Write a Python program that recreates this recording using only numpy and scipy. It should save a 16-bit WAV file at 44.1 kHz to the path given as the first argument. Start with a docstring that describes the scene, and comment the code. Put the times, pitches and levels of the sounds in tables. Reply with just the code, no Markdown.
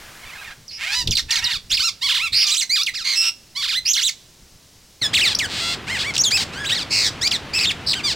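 """A dull rush of air and a soft twitter come first, then a sparrow-weaver chatters on a branch close by.
Its voice box (the syrinx) makes gliding squeaks, ticks, rasps and buzzes, at times two at once, one from
each of its two sides. Leaves hiss, twigs scatter the song and a breeze bumps the microphone.
At five seconds the scene cuts to another perch, with a steady outdoor rumble behind the bird."""
import sys
import numpy as np
from scipy import signal
from scipy.fft import rfft, irfft
from scipy.io import wavfile

SR = 44100
rng = np.random.default_rng(int(sys.argv[2]) if len(sys.argv) > 2 else 0)


def materialize(psi):
    """Save the field psi as 16-bit PCM at rate SR to the path in sys.argv[1].

    A 1-D psi becomes a single channel; in a 2-D psi each row is a channel.
    """
    bounded = np.clip(np.atleast_2d(psi).T, -1, 1)
    quanta = np.round(bounded * 32767).astype(np.int16)
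    wavfile.write(sys.argv[1], SR, quanta)


N = 359415
CUT_S = 5.017   # the second perch begins
CUTOFF_HZ = 16000
USUAL_NOTE_DB = -17.5
SWELL_DB_PER_S = 25   # the longer an arch or buzz, the softer it starts


def from_db(db):
    """Turn decibels into a multiplier."""
    return 10 ** (np.asarray(db) / 20)


def rms_one(x):
    """Scale a sound to an average power of 1."""
    return x / np.sqrt(np.mean(x ** 2))


def in_time(rows):
    """Join (time, value) points into a curve with one value per sample."""
    return np.interp(np.arange(N) / SR, *np.transpose(rows))


def at_hz(points, hz):
    """Read the level in dB at any frequency, between (frequency, level) points."""
    freqs, db = np.transpose(points)
    return np.interp(np.log(hz + 1), np.log(freqs), db)


def low_noise(size, top_hz):
    """Random wavering of power 1, mostly slower than top_hz."""
    return rms_one(signal.sosfilt(signal.butter(2, top_hz, fs=SR, output="sos"), rng.standard_normal(size)))


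def air(colour, side_db=-19):
    """Noise with a given colour (its mix of low and high), nearly alike left and right."""
    gain = from_db(at_hz(colour, np.fft.rfftfreq(N, 1 / SR)))
    mid, side = rms_one(irfft(rfft(rng.standard_normal((2, N))) * gain, N))
    return mid + from_db(side_db) * np.array([side, -side])


def rumble(level_db=-34.5):
    """The steady low noise of the outdoors."""
    # colour of the rumble: f/Hz, level/dB
    colour = [(25, -20.5), (90, -4), (500, -14.5), (3000, -19), (15000, -50.5)]
    return from_db(level_db) * air(colour)


def leaves(level_db=-51):
    """Leaves give a faint, even hiss."""
    # colour of the hiss: f/Hz, level/dB
    colour = [(150, 0), (1500, -14.5), (5500, -6), (13000, -19.5)]
    return from_db(level_db) * air(colour)


def rush():
    """A dull rush of noise that fades within the first second."""
    # loudness of the rush: t/s, level/dB
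    loudness = [(.46, -42.5), (.7, -64)]
    # colour of the rush: f/Hz, level/dB
    colour = [(400, -14.5), (1700, -7), (15000, -24.5)]
    return from_db(in_time(loudness)) * air(colour)


def breeze(lump_db=5.8):
    """Moving air bumps the microphone in low, uneven lumps."""
    # strength of the breeze: t/s, level/dB
    strength = [(.95, -53), (1.03, -25), (1.2, -41.5), (2.35, -53.5), (2.65, -70), (3.4, -56), (4.5, -59)]
    bumps = from_db(in_time(strength)) * low_noise(N, top_hz=109)
    return bumps * from_db(lump_db * low_noise(N, top_hz=7.5))


def foliage(song, near_db, near_t60=0.13, far_db=-25, far_t60=0.81, side_db=-11):
    """Near twigs give a short echo, far trees a faint tail; t60 is the seconds to fade by 60 dB."""
    t = np.arange(SR // 2) / SR
    decay = sum(from_db(db - 60 * t / t60) * np.sqrt(np.log(10 ** 6) / (t60 * SR))
                for db, t60 in ((near_db, near_t60), (far_db, far_t60)))
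    echoes = decay * rng.standard_normal((2, len(t))) * (t > .002)
    mid, side = signal.fftconvolve(song[None], echoes, axes=1)[:, :N]
    return song + mid + from_db(side_db) * np.array([side, -side])


def first_perch(song, shade_hz=8250, sheen_hz=10200, sheen_db=3):
    """Here the song is brighter and comes from the right; on the left it is softer and duller."""
    sheen = from_db(at_hz([(shade_hz, 0), (sheen_hz, sheen_db)], np.fft.rfftfreq(N, 1 / SR)))
    left, right = foliage(irfft(rfft(song) * sheen, N), near_db=-7.0)
    left = signal.lfilter(*signal.iirnotch(shade_hz, Q=3, fs=SR), left)
    return np.array([left, right]) * from_db([[-1.6], [1.4]])


def throat_and_beak(pitch, level_db, beak_hz, beak_db):
    """The throat colours the harmonics (multiples of the pitch); the beak lifts those near beak_hz."""
    # colour of the throat: f/Hz, level/dB
    throat = [(500, -6), (1000, -12.5), (2200, -2), (4600, -2), (6200, -9.5), (8000, -7.5), (11000, -25.5),
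              (14000, -25.5)]
    k = np.arange(1, CUTOFF_HZ / pitch.min())[:, None]
    hz = k * pitch
    beak = beak_db * np.exp(-(np.log2(hz / beak_hz) / .5) ** 2)
    dulling_db_per_octave = 0.16 * (USUAL_NOTE_DB - level_db)   # softer notes are duller
    gain = from_db(at_hz(throat, hz) + beak - dulling_db_per_octave * np.log2(k)) * (hz < CUTOFF_HZ)
    harmonics = gain * np.cos(2 * np.pi * k * np.cumsum(pitch) / SR)
    return np.sum(harmonics, axis=0) / np.linalg.norm(gain, axis=0)


def add_note(song, start, level_db, beak_hz, arc, hoarse, warble=0, warble_hz=101.98,
             slowness=1, fade_db=0, swell_db=0, beak_db=10.0):
    """One side of the syrinx vibrates along arc, a pitch curve in Hz, and adds a note to the song."""
    # the vibration takes some cycles to build up and to die, so low notes swell slowly
    cycles = slowness * np.array([16.0, 12])
    lead, trail = np.minimum(cycles / arc[[0, -1]] * SR, len(arc) / 2).astype(int) // 2 + 1
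    arc = np.pad(arc, (lead, trail), mode="edge")
    size = len(arc)
    # a hoarse voice shakes in pitch (jitter) and in loudness (flutter)
    hoarse = np.clip(hoarse, 0, 1.2)
    jitter, flutter = .006 + .018 * hoarse, .13 + .42 * hoarse
    # slack membranes, at low pitch, vibrate less evenly
    waver = jitter * np.sqrt(beak_hz / arc) * low_noise(size, top_hz=600)
    # each swing of the warble jumps up and slides down; the slide down is the loud half
    swing_hz = warble_hz * (1 + 0.137 * low_noise(size, top_hz=87))
    angle = 2 * np.pi * np.cumsum(swing_hz) / SR
    pitch = arc * np.exp(warble * (np.sin(angle) + 0.25 * np.sin(2 * angle)) + waver)
    throb = 1 - 2.5 * warble * np.cos(angle)
    tone = throat_and_beak(pitch, level_db, beak_hz, beak_db)
    tone = rms_one(tone * (1 + flutter * low_noise(size, top_hz=470)) * throb)
    i = np.arange(size)
    soft_edges = np.sin(np.pi / 2 * np.clip(np.minimum(i / lead, i[::-1] / trail) / 2, 0, 1)) ** 2
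    soft_start_db = swell_db * np.maximum(1 - 2 * i / size, 0) ** 2
    pressure_db = 3.0 * np.log2(arc / arc.max())   # air pressure raises pitch and loudness together
    note = tone * soft_edges * from_db(level_db - soft_start_db + pressure_db + fade_db * (.5 - i / size))
    first = int(start * SR) - lead
    song[first:first + size] += note[:N - first]


def arch(length, turn_hz, place, bend):
    """A pitch curve that turns at place (0 start, 1 end); its farther end is bend octaves lower."""
    way = np.linspace(0, 1, max(int(length * SR), 2))
    return turn_hz * 2 ** (-bend * ((way - place) / max(place, 1 - place)) ** 2)


def twitter(song, start_s=0.23, last_s=0.5, last_db=-37, typical_hz=1100, length_s=0.028):
    """Ten soft, random squeaks grow louder and lead into the song."""
    for start, (octaves, place, bend) in zip(np.linspace(start_s, last_s, 10), rng.random((10, 3))):
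        hz = typical_hz * 2 ** (octaves - .5)
        level_db = last_db + 10 * np.log10(start / last_s)
        add_note(song, start, level_db, 2 * hz, arch(length_s, hz, place, bend), hoarse=0.46)


def drawls(song):
    """Two long notes, beak half open: a creak tightens to a nasal tone, a whistle drops to a squawk."""
    # long notes: level/dB, beak resonance/Hz, warble depth, pitch path as points of (t/s, f/Hz)
    notes = [(-23.5, 3900, 0.039, [(5.495, 190.2), (5.61, 675.5), (5.735, 691), (5.75, 540)]),
             (-16.5, 4600, 0, [(6.308, 1357), (6.322, 2330), (6.36, 2680), (6.371, 2430), (6.382, 789),
             (6.397, 768), (6.409, 1104), (6.438, 600)])]
    for level_db, beak_hz, depth, path in notes:
        times, hz = np.transpose(path)
        arc = np.exp(np.interp(np.arange(times[0], times[-1], 1 / SR), times, np.log(hz)))
        add_note(song, times[0], level_db, beak_hz, arc, hoarse=0, warble=depth, beak_db=5.5)


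def flicks(song, rise_s=.018, sharpness=1.4):
    """A twitch tightens the syrinx: the pitch shoots up to a point, then relaxes."""
    # twitches: top t/s, fall time/s, level/dB, top f/Hz, slack f/Hz, hoarseness (0 is clean)
    notes = [(1.516, 0.057, -22, 2330, 1111, 0.06), (2.099, 0.033, -16.5, 1793, 952, 0),
             (2.155, 0.035, -17.5, 2130, 932, 0), (2.957, 0.075, -26, 2760, 1220, 0.03),
             (3.636, 0.033, -20.5, 2070, 996, 0), (3.694, 0.048, -20.5, 2552, 1163, 0),
             (3.979, 0.028, -18, 2300, 1354, 0.5), (5.152, 0.05, -13.5, 4450, 1584, 0.16),
             (5.219, 0.068, -16, 3080, 1750, 0), (5.266, 0.072, -20.5, 1433, 781, 0.75),
             (6.005, 0.03, -20.5, 1770, 835, 0.3), (6.759, 0.076, -22.5, 2365, 1118, 0.45)]
    for top_s, fall, level_db, top_hz, slack_hz, hoarse in notes:
        t = np.arange(-rise_s, fall, 1 / SR)
        tension = np.clip(1 - np.maximum(-t / rise_s, t / fall), 0, 1) ** sharpness
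        arc = slack_hz * (top_hz / slack_hz) ** tension
        beak_hz = 3410 * 2 ** (-0.06 * (level_db - USUAL_NOTE_DB))   # lower for a louder flick
        add_note(song, top_s - rise_s, level_db, beak_hz, arc, hoarse)


def buzzes(song, beak_hz=4980, rasp_beak_hz=3280, rasp_db=-10):
    """A fast warble turns an arching note into a buzz."""
    # buzzes: start t/s, length/s, level/dB, turn f/Hz, place of the turn (0-1), bend/octaves, warble depth
    notes = [(0.709, 0.074, -36, 5200, 0.7, 0.067, 0.08), (1.706, 0.052, -16.5, 4790, 1, 0.88, 0.11),
             (2.327, 0.12, -16, 5036, 0.7, 0.32, 0.09), (3.047, 0.11, -20.5, 2210, 0.4, 0.15, 0.07),
             (3.211, 0.085, -18.5, 2676, 0.34, -0.029, 0.045),
             (3.856, 0.066, -16.5, 6320, 0.95, 0.48, 0.06), (6.909, 0.18, -17, 2417, 0.26, 0.51, 0.13),
             (7.868, 0.058, -18, 4640, 0.03, 0.1, 0.14)]
    for start, length, level_db, turn_hz, place, bend, depth in notes:
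        arc = arch(length, turn_hz, place, bend)
        swell_db = SWELL_DB_PER_S * length
        add_note(song, start, level_db, beak_hz, arc, hoarse=0.51, warble=depth,
                 slowness=4.5, swell_db=swell_db)
        if start < CUT_S:   # at the first perch the other side of the syrinx rasps an octave below
            add_note(song, start, level_db + rasp_db, rasp_beak_hz, arc / 2, hoarse=0.95,
                     warble=2 * depth, swell_db=swell_db)


def arches(song):
    """Rounded squeaks swell gently as the pitch rises and falls; a negative bend dips instead."""
    # squeaks: start t/s, length/s, level/dB, beak resonance/Hz, turn f/Hz, place of the turn (0-1),
    # bend/octaves, hoarseness (0 is clean)
    notes = [(0.792, 0.16, -24.5, 2200, 860, 0.99, 1.0, 0.8),
             (0.917, 0.11, -21.5, 5000, 1007, 0.58, 0.29, 0.24),
             (1.289, 0.12, -28, 2140, 945, 0.35, 0.42, 1.08),
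             (1.415, 0.11, -26.5, 2360, 987, 0.54, 0.2, 1.15),
             (1.792, 0.024, -17.5, 4170, 1554, 0.75, 0.6, 0.15),
             (1.815, 0.082, -19, 5140, 1392, 0.51, 0.43, 0),
             (2.02, 0.061, -19.5, 3944, 1138, 0.49, 0.34, 0),
             (2.187, 0.095, -22, 2500, 1361, 0.59, 0.65, 0),
             (2.44, 0.11, -23.5, 4400, 1164, 0.47, -0.15, 0.87),
             (2.495, 0.064, -18.5, 6100, 4090, 0.5, 0.91, 0.9),
             (2.56, 0.044, -18.5, 7200, 4140, 0.64, 0.97, 0.54),
             (2.697, 0.058, -17.5, 4900, 2434, 0.99, 0.3, 0),
             (2.755, 0.07, -16.5, 4000, 1126, 0.63, -1.02, 0),
             (3.157, 0.066, -17.5, 5260, 2670, 0.65, 0.032, 0.4),
             (3.558, 0.062, -24, 4200, 1159, 0.562, 0.22, 0), (3.727, 0.066, -21, 3400, 2054, 0.8, 1.1, 0),
             (4.011, 0.09, -17.5, 5700, 3974, 0.5, 1.2, 0.45),
             (5.017, 0.053, -17.5, 4240, 1687, 1, -0.37, 0.2),
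             (5.875, 0.11, -23.5, 2030, 1060, 0.5, 0.61, 0.38),
             (6.031, 0.082, -25.5, 2080, 1154, 0.65, 0.62, 0.1),
             (6.139, 0.02, -23, 5340, 272, 0.925, 0.57, 0.82),
             (6.189, 0.033, -14, 5950, 5510, 0.03, -0.3, 0.1),
             (6.527, 0.14, -30.5, 1800, 1688, 0.68, 0.45, 0.7),
             (6.642, 0.041, -24.5, 1750, 3950, 0.82, 1.2, 0.2),
             (6.688, 0.053, -18, 3160, 1960, 0.96, 1.1, 0.65),
             (7.215, 0.067, -18, 5100, 2440, 1.0, 0.59, 0.2),
             (7.535, 0.06, -19.5, 4080, 2656, 0.57, 0.2, 0.6),
             (7.586, 0.075, -18.5, 3970, 2616, 0.48, 0.608, 1.24),
             (7.646, 0.076, -19, 3020, 3690, 0.42, 1.22, 0.4),
             (7.95, 0.063, -28, 2430, 1600, 0.33, 0.64, 0.13),
             (8.04, 0.094, -19.5, 4600, 1200, 0.05, 0.76, 0.05)]
    for start, length, level_db, beak_hz, turn_hz, place, bend, hoarse in notes:
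        add_note(song, start, level_db, beak_hz, arch(length, turn_hz, place, bend), hoarse,
                 slowness=1.4, swell_db=SWELL_DB_PER_S * length)


def slurs(song, plunge_s=.0065, sag_s=.12):
    """Quick slides, mostly downward, start hard and then level off; the shortest sound like ticks."""
    # slides: start t/s, length/s, level/dB, beak resonance/Hz, first f/Hz, last f/Hz, hoarseness
    notes = [(0.68, 0.043, -36.5, 4712, 6050, 4170, 0.7), (1.073, 0.0076, -15.5, 4240, 5680, 2260, 0.3),
             (1.109, 0.032, -16.5, 4700, 6920, 2160, 0.3), (1.153, 0.0076, -14.5, 3160, 4812, 3900, 0.4),
             (1.168, 0.039, -16, 4860, 5010, 1770, 1.3), (1.306, 0.045, -16.5, 5230, 4830, 1916, 0.9),
             (1.356, 0.041, -17, 5000, 4660, 1810, 0.6), (1.442, 0.036, -17.5, 4100, 5931, 3680, 0.4),
             (1.769, 0.02, -17.5, 3550, 4744, 2190, 0.1), (2.41, 0.035, -21.5, 3760, 5110, 2486, 1),
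             (2.468, 0.03, -17, 5700, 6900, 2770, 0.7), (2.607, 0.033, -18, 5900, 3900, 2004, 0.6),
             (2.832, 0.0043, -14, 3978, 4130, 6150, 0.3), (2.864, 0.035, -18.5, 2340, 4775, 1940, 0.07),
             (3.933, 0.037, -16.5, 5270, 7940, 2745, 0.24), (5.349, 0.0054, -12, 3885, 4030, 5800, 0.7),
             (5.388, 0.076, -17, 2000, 7150, 1430, 0), (6.164, 0.0059, -15, 3840, 4300, 2400, 0.2),
             (6.179, 0.0059, -13.5, 6400, 5960, 2500, 0.1), (6.237, 0.054, -15, 5300, 5525, 3150, 0.05),
             (7.273, 0.0071, -14, 4350, 2590, 5730, 0), (7.311, 0.058, -16, 3930, 5754, 1723, 0.56),
             (7.932, 0.014, -16.5, 3060, 4130, 1770, 0.1)]
    for start, length, level_db, beak_hz, first_hz, last_hz, hoarse in notes:
        t = np.arange(max(int(length * SR), 2)) / SR
        way = 1 - np.exp(-t / plunge_s) + t / sag_s
        arc = first_hz * (last_hz / first_hz) ** (way / way[-1])
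        add_note(song, start, level_db, beak_hz, arc, hoarse, fade_db=3)


def bird(lowest_hz=780):
    """The song is strung from six kinds of note; so small a body gives off no bass."""
    song = np.zeros(N)
    for add_notes in (slurs, flicks, arches, buzzes, drawls, twitter):
        add_notes(song)
    return signal.sosfilt(signal.butter(6, lowest_hz, "high", fs=SR, output="sos"), song)


def scene():
    """The bird sings at two perches in turn: first in breeze and hiss, then over a rumble."""
    song = bird()
    first = breeze() + leaves() + rush() + first_perch(song)
    second = foliage(song, near_db=-9.5) + rumble()
    return np.where(np.arange(N) / SR < CUT_S, first, second)


def record(dry, ceiling=0.47):
    """The loudest peaks are rounded off and the highest treble is cut steeply."""
    rounded = dry / (1 + (dry / ceiling) ** 6) ** (1 / 6)
    return signal.sosfilt(signal.ellip(10, .1, 80, CUTOFF_HZ, fs=SR, output="sos"), rounded)


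dry = scene()
out = record(dry)
materialize(out)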